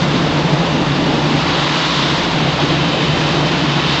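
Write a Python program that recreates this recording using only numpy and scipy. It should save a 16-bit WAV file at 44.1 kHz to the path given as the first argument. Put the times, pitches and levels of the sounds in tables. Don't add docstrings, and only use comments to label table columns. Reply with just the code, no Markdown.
import sys
import numpy as np
from scipy import signal
from scipy.fft import rfft, irfft
from scipy.io import wavfile
from scipy.ndimage import uniform_filter1d

SR = 44100
rng = np.random.default_rng(int(sys.argv[2]) if len(sys.argv) > 2 else 0)


def master(y):
    cut = np.clip(np.atleast_2d(y).T, -1, 1)
    pcm = np.round(cut * 32767)
    wavfile.write(sys.argv[1], SR, pcm.astype(np.int16))


N = 176400
T, HZ = np.arange(N) / SR, np.fft.rfftfreq(N, 1 / SR)

# (t/s, level/dB)
BOOM_LEVEL = [(0.0, -15), (0.18, -19), (0.42, -18), (0.5, -14), (0.7, -19.5), (0.86, -20), (1.0, -16),
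              (1.08, -20.5), (1.27, -19), (1.75, -23.5), (2.2, -22), (2.29, -26), (2.35, -19.5),
              (2.48, -16.5), (2.54, -21.5), (2.88, -18.5), (2.96, -22.5), (3.1, -16.5), (3.34, -21.5),
              (3.48, -16.5), (3.56, -21.5), (3.8, -18.5), (3.9, -21)]
# (f/Hz, width/Hz, level/dB)
BOOM_DRONES = [(146, 14, 0), (171.7, 13.3, -2.5)]
# (t/s, level/dB)
ROAR_LEVEL = [(0.0, -26.5), (0.2, -18.5), (0.62, -25), (0.76, -17), (0.88, -23.5), (1.08, -18),
              (1.21, -21.5), (1.33, -18.5), (1.5, -23.5), (1.8, -26), (2.3, -21), (2.45, -21.5),
              (2.56, -30), (2.64, -20.5), (2.88, -23.5), (3.2, -21.5), (3.4, -24.5), (3.68, -21.5),
              (3.99, -26)]
# (f/Hz, level/dB)
ROAR_COLOUR = [(150, -24), (200, -11), (222, -3.5), (252, -4.5), (285, -2.5), (332, -3), (346, -4),
               (378, -11), (470, -16.5), (800, -57)]
# (t/s, level/dB)
CHURN_LEVEL = [(0.0, -23.5), (0.56, -22.5), (0.8, -22), (0.92, -23.5), (1.2, -21), (1.28, -23.7),
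               (1.52, -23), (1.72, -25.5), (2.6, -23.5), (3.22, -23), (3.4, -20.5), (3.55, -23.5),
               (3.99, -27)]
# (f/Hz, level/dB)
CHURN_COLOUR = [(250, -28.5), (400, 0), (480, 0.5), (620, 1), (770, -1), (950, -5), (1400, -26.5),
                (3000, -49)]
# (t/s, level/dB)
RUMBLE_LEVEL = [(0.33, -32), (0.45, -35), (1.5, -32), (1.76, -44), (2.2, -33.5), (2.92, -37), (3.22, -29),
                (3.99, -43)]
# (f/Hz, level/dB)
RUMBLE_COLOUR = [(8, -16.5), (25, -12.5), (48, 3), (65, 0), (90, 7), (125, -3), (200, -14), (400, -37.5)]
# (t/s, level/dB)
RUSH_LEVEL = [(0.0, -24.5), (0.68, -25), (1.4, -24), (1.48, -21.5), (2.12, -22.5), (2.48, -26), (2.6, -23),
              (3.12, -25.5), (3.4, -23), (3.56, -24.5), (3.99, -22.5)]
# (f/Hz, level/dB)
RUSH_COLOUR = [(500, -34.5), (800, -1.5), (1000, 3), (1150, 2), (1280, -0.5), (1400, -1), (1550, -3.5),
               (2000, -6.5), (3000, -48.5)]
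# (t/s, level/dB)
HISS_LEVEL = [(0.0, -24), (0.52, -24.5), (1.0, -24.5), (1.4, -22), (1.52, -20), (1.88, -20), (2.48, -22),
              (2.58, -21.5), (3.56, -22), (3.99, -22)]
# (f/Hz, level/dB)
HISS_COLOUR = [(900, -16.5), (1550, -3.5), (1900, -2), (2300, -1.5), (2800, -0.5), (3300, 0.1),
               (3750, -0.3), (4200, -5), (5000, -15.5), (7000, -49.5)]
# (t/s, level/dB)
SIZZLE_LEVEL = [(0.0, -31), (1.0, -32.5), (1.96, -27), (2.48, -32.5), (2.6, -30), (2.84, -31.5),
                (3.24, -30), (3.68, -31), (3.99, -30)]
# (f/Hz, level/dB)
SIZZLE_COLOUR = [(3000, -17.5), (4100, -3), (4600, 0.5), (5100, -2), (5800, -6.5), (6500, -9),
                 (7200, -13.5), (7700, -17), (8200, -35), (9000, -42)]
# (f/Hz, level/dB)
HUM_TONES = [(58.5, -45.5), (75.6, -37), (120.5, -38.5), (145.3, -34), (290.5, -30.5), (346, -36.5),
             (516, -48.5), (581, -40.5)]
# (t/s, level/dB)
HUM_LEVEL = [(1.45, 0), (1.75, -5.5), (2.25, -0.5), (3.3, 1), (3.99, -1.5)]
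# (multiple of the base pitch, level/dB)
WHINE_OVERTONES = [(8, -44), (10, -43.5), (12, -42.5), (13, -43.5), (14, -46), (15, -44.5), (16, -38),
                   (17, -40), (18, -49), (19, -48), (20, -43.5), (21, -45)]
# (t/s, level/dB)
GUSH_LEVEL = [(1.3, -48), (1.5, -35), (1.75, -27.5), (1.96, -24), (2.25, -32), (2.5, -46.5), (3.65, -38.5),
              (3.9, -24)]
# (f/Hz, width/Hz, level/dB)
GUSH_RESONANCES = [(1030, 180, 5), (3690, 700, 3), (4730, 1300, -6.5)]
# (t/s, level/dB)
WHISTLE_LEVEL = [(2.45, -43), (2.75, -29.5), (3.3, -30.5), (3.55, -32.5), (4.0, -27)]
# (f/Hz, width/Hz, level/dB)
WHISTLE_RESONANCES = [(2560, 220, -6.5), (3070, 80, -1.5), (3780, 160, -9.5)]


def amp(db):
    return 10 ** (np.asarray(db) / 20)


def unit(x):
    return x / np.sqrt(np.mean(x ** 2) + 1e-20)


def level(points):
    return amp(np.interp(T, *np.transpose(points)))


def colour(x, points):
    hz, db = np.transpose(points)
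    shape = amp(np.interp(np.log(HZ + 1), np.log(hz), db))
    return unit(irfft(rfft(x) * shape, N))


def drift(rate_hz):
    spectrum = rfft(rng.standard_normal(N)) * (HZ > 0)
    return unit(irfft(spectrum / (1 + (HZ / rate_hz) ** 4), N))


def ringing(resonances):
    shape = sum(amp(db) / (1 + ((HZ - hz) / (width / 2)) ** 2) for hz, width, db in resonances)
    return unit(irfft(rfft(rng.standard_normal(N)) * shape, N))


def turbulence(depth_db, patch_hz, patch_s):
    frame, hop = 512, 128
    noise = signal.stft(rng.standard_normal(N), nperseg=frame, noverlap=frame - hop)[2]
    patches = rng.standard_normal(noise.shape)
    patches = uniform_filter1d(patches, max(1, round(patch_hz * frame / SR)), axis=0)
    patches = uniform_filter1d(patches, max(1, round(patch_s * SR / hop)), axis=1)
    patchy = noise * amp(depth_db * unit(patches))
    return signal.istft(patchy, nperseg=frame, noverlap=frame - hop)[1][:N]


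def boom(gain_db=-0.8):
    drones = ringing(BOOM_DRONES)
    power = uniform_filter1d(abs(signal.hilbert(drones)) ** 2, size=4500)
    evened = unit(drones / np.sqrt(power))
    return amp(gain_db) * level(BOOM_LEVEL) * evened


def roar(rumble_db=-2.0, surge_db=0.5):
    low = level(ROAR_LEVEL) * colour(rng.standard_normal(N), ROAR_COLOUR)
    swirls = turbulence(depth_db=1.0, patch_hz=298.6, patch_s=0.066)
    churn = level(CHURN_LEVEL) * colour(swirls, CHURN_COLOUR)
    rumble = amp(rumble_db) * level(RUMBLE_LEVEL) * colour(rng.standard_normal(N), RUMBLE_COLOUR)
    return (low + churn + rumble) * amp(surge_db * drift(rate_hz=36))


def spray(drops_per_s=2500, spread_db=2):
    clicks = rng.standard_normal(N) * amp(spread_db * np.minimum(rng.exponential(1, N), 4))
    return unit(clicks * (rng.random(N) < drops_per_s / SR))


def hiss(rush_db=-0.25, hiss_db=-0.9, sizzle_db=-1.17, flutter_db=0.5, spray_gain=0.46):
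    swirls = turbulence(depth_db=0.1, patch_hz=350, patch_s=0.066)
    rush = amp(rush_db) * level(RUSH_LEVEL) * colour(swirls, RUSH_COLOUR)
    swirls = turbulence(depth_db=0.5, patch_hz=600, patch_s=0.08)
    broad = amp(hiss_db) * level(HISS_LEVEL) * colour(swirls, HISS_COLOUR)
    fizz = spray_gain * spray() + turbulence(depth_db=0.87, patch_hz=800, patch_s=0.044)
    sizzle = amp(sizzle_db) * level(SIZZLE_LEVEL) * colour(fizz, SIZZLE_COLOUR)
    return (rush + broad + sizzle) * amp(flutter_db * drift(rate_hz=23))


def machinery(base_hz=171.85, whine_db=-1, waver_db=1.5):
    hum_time = T + np.cumsum(0.004 * drift(rate_hz=2.44)) / SR
    whine_time = T + np.cumsum(0.00058 * drift(rate_hz=4.3)) / SR
    hum = [(hz * hum_time, amp(db) * level(HUM_LEVEL)) for hz, db in HUM_TONES]
    whine = [(k * base_hz * whine_time, amp(db + whine_db)) for k, db in WHINE_OVERTONES]
    sound = np.zeros(N)
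    for cycles, gain in hum + whine:
        waver = amp(waver_db * drift(rate_hz=2.8))
        sound += gain * waver * np.sin(2 * np.pi * (cycles + rng.random()))
    return np.sqrt(2) * sound


def gush():
    return level(GUSH_LEVEL) * ringing(GUSH_RESONANCES)


def whistle():
    return level(WHISTLE_LEVEL) * ringing(WHISTLE_RESONANCES)


def scene():
    return (boom() + roar() + hiss() + machinery() + gush() + whistle())[None]


def record(dry):
    cutoff_hz = 8250
    low_pass = signal.firwin(701, cutoff_hz, window=("kaiser", 9), fs=SR)
    return signal.oaconvolve(dry, low_pass[None], "same")


dry = scene()
out = record(dry)
master(out)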